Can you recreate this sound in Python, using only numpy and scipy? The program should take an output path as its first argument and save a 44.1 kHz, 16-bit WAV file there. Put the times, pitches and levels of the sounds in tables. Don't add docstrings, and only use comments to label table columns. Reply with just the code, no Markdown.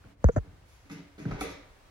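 import sys
import numpy as np
from scipy import signal
from scipy.fft import rfft, irfft
from scipy.io import wavfile
from scipy.ndimage import uniform_filter1d

SR = 44100
rng = np.random.default_rng(int(sys.argv[2]) if len(sys.argv) > 2 else 0)


def file_out(sig):
    cols = np.atleast_2d(sig).T
    lim = np.clip(cols, -1, 1)
    pcm = np.round(lim * 32767).astype(np.int16)
    wavfile.write(sys.argv[1], SR, pcm)


N = 83790


def undb(db):
    return 10 ** (np.asarray(db) / 20)


def on_log(table, hz):
    table = np.array(table, float)
    return np.interp(np.log(np.maximum(hz, 1)), np.log(table[:, 0]), table[:, 1])


def bin_hz(size):
    return np.arange(size // 2 + 1) * SR / size


def colour(x, db):
    size = x.shape[-1]
    return irfft(rfft(x) * undb(db(bin_hz(size))), size)


def causal(x, db):
    size = len(x)
    cepstrum = irfft(db(bin_hz(size)) * np.log(10) / 20, size)
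    cepstrum[1:size // 2] *= 2
    cepstrum[size // 2 + 1:] = 0
    return irfft(rfft(x) * np.exp(rfft(cepstrum)), size)


def unit(x):
    return x / np.sqrt(np.mean(x ** 2))


def wide_noise(side, size):
    mid, diff = rng.standard_normal((2, size))
    diff = colour(diff, lambda hz: on_log(side, hz))
    return mid + diff * np.array([[1], [-1]])


def add(out, at, sound):
    i = int(at * SR)
    out[..., i:i + sound.shape[-1]] += sound[..., :out.shape[-1] - i]


def ring(db, hz, t60, rise, lead):
    t = np.arange(int(1.5 * t60 * SR)) / SR
    phase = 2 * np.pi * hz * t + np.array([[-lead], [lead]]) / 2
    onset = (1 - np.exp(-t / rise)) ** 2
    return undb(db - 60 * t / t60) * onset * np.sin(phase)


def bend(db, peak, turns, lead, sharp):
    t = np.arange(SR // 5) / SR
    phase = 2 * np.pi * turns * np.sqrt(t) + np.array([[-lead], [lead]]) / 2
    swell = (t / peak * np.exp(.5 - .5 * (t / peak) ** 2)) ** sharp
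    return undb(db) * swell * np.cos(phase)


def house():
    # (frequency [Hz], relative density [dB])
    hiss_shape = [(15, -31), (32, 1), (77, -1.5), (221, -17.5), (421, -15.5), (826, -18), (1710, -21.5),
                  (6550, -35), (11500, -40.5), (13500, -46), (15500, -39.5)]
    # (frequency [Hz], side over mid [dB])
    house_width = [(60, -9.5), (110, -17.5), (200, -7), (380, -4.5), (700, -3.5), (1290, -1), (2380, -2.5),
                   (4400, 0.5), (8120, 0.5), (15000, 2.5)]
    # (time [s], level above the base level [dB])
    hiss_curve = [(0, 0.5), (.12, 1.5), (.16, -11), (.23, 1.5), (.4, 0.5), (.62, 0), (.76, -0.5), (.88, 0),
                  (1.9, 3)]
    # (time [s], level before the lumps [dB])
    rumble_curve = [(0.0, -58), (0.167, -64), (0.29, -38), (0.31, -52), (0.36, -42.5), (0.39, -39),
                    (0.432, -56), (0.644, -57.5), (0.74, -69.5), (0.85, -61), (0.952, -75), (1.248, -57),
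                    (1.38, -50), (1.486, -50.5), (1.762, -74), (1.9, -91)]
    base_db = -60
    t = np.arange(N) / SR
    hiss = unit(colour(wide_noise(house_width, N), lambda hz: on_log(hiss_shape, hz)))
    hiss = hiss * undb(base_db + np.interp(t, *np.array(hiss_curve).T))
    low_band = signal.butter(2, [42, 110], "band", fs=SR, output="sos")
    low = signal.sosfilt(low_band, wide_noise(house_width, N))
    lumps = uniform_filter1d(rng.standard_normal(N // 1024 + 1).repeat(1024), size=1024)[:N]
    rumble_db = np.interp(t, *np.array(rumble_curve).T) + 1.3 * np.tanh(lumps)
    return hiss + unit(low) * undb(rumble_db)


def wood(hz):
    # (frequency [Hz], relative density [dB])
    sole_shape = [(59, -31.5), (100, -15), (287, -3.5), (668, -13.5), (758, -19), (1210, -13),
                  (6660, -25.5), (8580, -43), (9950, -32), (15500, -45)]
    # (frequency [Hz], width [Hz], level before board_db [dB])
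    board_modes = [(118.4, 16.6, 0.5), (177, 18.7, 5.5), (285.4, 28.5, 5.5), (444, 50, 0), (630, 35, -6.5),
                   (742, 77, -11.5), (963, 33, -5.5), (1430, 360, -19), (1956, 160, -9.5), (2240, 220, -9)]
    board_db, low_cut_hz = -4.5, 95
    peaks = sum(undb(db) ** 2 / (1 + (2 * (hz - f) / width) ** 2) for f, width, db in board_modes)
    low_cut = 1 / (1 + (low_cut_hz / np.maximum(hz, 20)) ** 6)
    power = undb(on_log(sole_shape, hz)) ** 2 + undb(board_db) ** 2 * peaks
    return 10 * np.log10(power * low_cut)


def steps():
    # (time [s], level [dB], boom of the boards [dB], tilt above 600 Hz [dB per octave],
    # rise time constant [s], scuff decay constant [s])
    footfalls = [(0.037, -56.5, -2, -3.5, 0.0027, 0.015), (0.07, -58.5, 11.5, -9, 0.0022, 0.0083),
                 (0.42, -53.5, 2.5, -6, 0.01, 0.023), (.53, -59.5, 5, -6, 0.0027, 0.035),
                 (0.642, -61.5, -3, 5.5, 0.029, 0.084), (0.847, -60, 3, 0.5, 0.0077, 0.013),
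                 (0.893, -52, -12, -0.5, 0.0055, 0.0053), (0.908, -39.5, 14, 1.5, 0.0013, 0.014),
                 (0.965, -47, 11, 0.5, 0.0061, 0.0098), (1.179, -48, 6.5, -1, 0.0033, 0.0058),
                 (1.189, -40, 13.5, 0, 0.0015, 0.042), (1.25, -38.5, 7.5, -3, 0.0028, 0.011),
                 (1.276, -45, 0, -3, 0.0027, 0.017), (1.333, -44.5, -5, -4.5, .003, 0.03),
                 (1.372, -45.5, -14, -2, 0.011, 0.03), (1.309, -42.5, -6.5, -2.5, 0.00046, 0.0066),
                 (1.4, -42.5, 15.5, 6.5, 0.011, 0.0084), (1.409, -38, 1.5, 1, 0.0033, 0.002),
                 (1.421, -47, -13, -9, 0.0026, 0.0055), (1.435, -39.5, -3.5, -6.5, 0.00048, 0.0074),
                 (1.451, -52, -2, -4, 0.0017, .004), (1.467, -50.5, 6, 1, 0.0012, 0.0053),
                 (1.488, -51, -8.5, 2, 0.0047, 0.01), (1.518, -53, -0.5, -7.5, 0.00092, 0.0034)]
    boom_hz, grit_db = 343, 4
    out, size = np.zeros(N), 32768
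    t = np.arange(size) / SR
    for at, db, boom_db, tilt_db, rise, length in footfalls:
        grains = np.minimum(rng.exponential(size=size // 64), 3).repeat(64)
        grit = rng.standard_normal(size) * undb(grit_db * grains)
        burst = grit * (1 - np.exp(-t / rise)) ** 2 * np.exp(-t / length)
        burst = causal(burst, lambda hz: wood(hz) + tilt_db * np.log2(np.maximum(hz / 600, 1))
                       + boom_db / (1 + (hz / boom_hz) ** 4))
        add(out, at, undb(db) * burst / np.sqrt(np.sum(burst ** 2) / 441))
    return out


def clacks():
    # (time [s], level [dB], frequency [Hz], decay by 60 dB [s])
    edge_hits = [(0.041, -47, 1420, 0.013), (.8990, -49.5, 1270, 0.044), (1.2540, -36.5, 1550, 0.028),
                 (1.256, -39.5, 1340, 0.016), (1.2540, -40, 930, 0.011), (1.3128, -33, 1285, 0.026),
                 (1.314, -37.5, 1620, .02), (1.3135, -36.5, 700, .025), (1.32, -32, 1310, 0.019),
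                 (1.412, -31.5, 1335, 0.058), (1.4140, -29, 761, 0.056), (1.4160, -34.5, 2260, 0.029),
                 (1.417, -32, 300, 0.081)]
    out = np.zeros((2, N))
    for at, db, hz, t60 in edge_hits:
        add(out, at, ring(db, hz, t60, 0.00028, 0.7))
    return out


def thuds():
    # (time [s], envelope peak [dB], time to peak [s])
    heel_hits = [(0.9034, -41, 0.0096), (.970, -47.5, 0.014), (1.189, -40.5, 0.0087),
                 (1.2544, -22.5, 0.011), (1.2787, -28.5, 0.011), (1.2908, -30.5, 0.011),
                 (1.3154, -29, 0.011), (1.3403, -34, 0.011), (0.044, -47, 0.017), (0.062, -52, 0.0075)]
    turns, lead = 33, 0.34
    out = np.zeros((2, N))
    for at, db, peak in heel_hits:
        add(out, at, bend(db, peak, turns, lead, 1.23))
    return out


def room(x):
    # (frequency [Hz], decay by 60 dB [s])
    room_decay = [(60, 0.1), (250, 0.43), (1000, 0.68), (4000, 0.57), (14000, 0.088)]
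    # (frequency [Hz], side over mid [dB])
    room_width = [(60, -14), (110, -2.5), (200, -20), (380, -4), (700, -2), (1290, -3), (2380, 0.5),
                  (4400, -1.5), (8120, 3), (15000, -1.5)]
    noise, t, tail = wide_noise(room_width, SR), np.arange(SR) / SR, 0
    for hz in 40 * 2. ** np.arange(9):
        t60 = on_log(room_decay, hz)

        def octave_db(f):
            triangle = 1 - np.abs(np.log2(np.maximum(f, 1) / hz))
            return 20 * np.log10(np.maximum(triangle, 1e-4))

        decay = undb(-60 * t / t60) * (1 - np.exp(-t / 0.00067))
        tail = tail + colour(noise, octave_db) * decay / np.sqrt(t60 * SR / 14)
    return signal.fftconvolve(x[None], tail, axes=1)[:, :N]


def taps():
    # (time [s], ring level [dB], ring frequency [Hz], ring decay by 60 dB [s],
    # upper ring level [dB], tick level [dB])
    shell_taps = [(.2421, -23, 697, 0.015, -16, -30.5), (.2428, -5, 502, 0.018, -42, -28),
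                  (.2875, -10, 698, 0.012, -21, -44.5), (.2917, -14, 473, 0.043, -26, -57),
                  (0.296, -14, 480, 0.018, -38, -58), (.2990, -47, 1397, .04, -48.5, -63),
                  (.3626, -9, 635, 0.012, -23.5, -42), (.3655, -15, 538, 0.026, -30, -56.5),
                  (.3690, -19.5, 594, 0.039, -37, -45.5), (.3722, -16.5, 680, 0.015, -33.5, -44.5),
                  (.3790, -22.5, 594, 0.018, -32, -48), (0.386, -26.5, 447, 0.02, -40.5, -56)]
    # (frequency [Hz], level over the tick level [dB], decay by 60 dB [s])
    tick_modes = [(3470, -15.5, .007), (3730, -11, 0.0088), (4880, -6.5, 0.0095), (6410, 11, 0.005),
                  (7660, -3.5, 0.0067), (11100, -15, 0.0051)]
    # (frequency [Hz], level over the upper ring level [dB], decay by 60 dB [s])
    upper_modes = [(911, 3, 0.014), (1085, 6.5, 0.0078), (1325, -4.5, 0.011), (1854, -12, 0.016)]
    ring_lead, upper_lead, tick_lead = 1.18, 1.85, 1.86
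    out = np.zeros((2, N))
    for at, db, hz, t60, upper_db, tick_db in shell_taps:
        add(out, at, ring(db, hz, t60, 0.00084, ring_lead))
        for mode_hz, mode_db, mode_t60 in tick_modes:
            add(out, at, ring(tick_db + mode_db, mode_hz, mode_t60, 0.0005, tick_lead))
        for mode_hz, mode_db, mode_t60 in upper_modes:
            add(out, at, ring(upper_db + mode_db, mode_hz, mode_t60, 0.00059, upper_lead))
    return out


def swings():
    # (time [s], envelope peak [dB], time to peak [s], rate [turns per root second])
    body_swings = [(.2427, -10, .0205, 20.2), (.2424, -19, .0055, 32), (.2870, -27, .007, 32),
                   (.3640, -22, .005, 32), (.3725, -17, .0075, 19), (.3720, -30, .025, 20.3),
                   (.4730, -44, .014, 22), (.5300, -46, .01, 20.4), (1.3000, -36, .03, 15),
                   (1.3950, -44, .03, 18)]
    out = np.zeros((2, N))
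    for at, db, peak, turns in body_swings:
        add(out, at, bend(db, peak, turns, 0.62, 1))
    return out


def rattles():
    # (time [s], length [s], starting level near the upper ring [dB], and near the tick [dB])
    loose_bursts = [(0.248, 0.056, -49.5, -61.5), (0.2852, 0.011, -33, -67.5), (0.312, 0.087, -73.5, -62.5),
                    (0.342, 0.0063, -66, -59), (0.362, 0.031, -36.5, -56)]
    out = np.zeros((2, N))
    for at, length, upper_db, tick_db in loose_bursts:
        size = int(length * SR)
        fade = signal.windows.tukey(size, .2) * undb(np.linspace(0, -14, size))
        for db, band_hz in (upper_db, [750, 1800]), (tick_db, [5700, 7300]):
            grains = rng.exponential(size=64).repeat(64)
            grit = rng.standard_normal((2, 4096)) * undb(2.5 * grains)
            grit = signal.sosfilt(signal.butter(4, band_hz, "band", fs=SR, output="sos"), grit)
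            add(out, at, undb(db) * unit(grit)[:, :size] * fade)
    return out


def scene():
    feet, edges, heels = steps(), clacks(), thuds()
    step_send_db, thud_send_db, clack_send_db = 4, -23.5, -10
    wet = room(undb(step_send_db) * feet + undb(thud_send_db) * heels[0]
               + undb(clack_send_db) * edges[0])
    port_lag_s = 0.00021
    direct = np.array([np.roll(feet, int(port_lag_s * SR)), feet])
    body = taps() + swings() + rattles()
    return house() + direct + edges + heels + wet + body


def record(dry):
    top_hz = 15800
    return signal.sosfilt(signal.ellip(8, .2, 70, top_hz, fs=SR, output="sos"), dry)


dry = scene()
out = record(dry)
file_out(out)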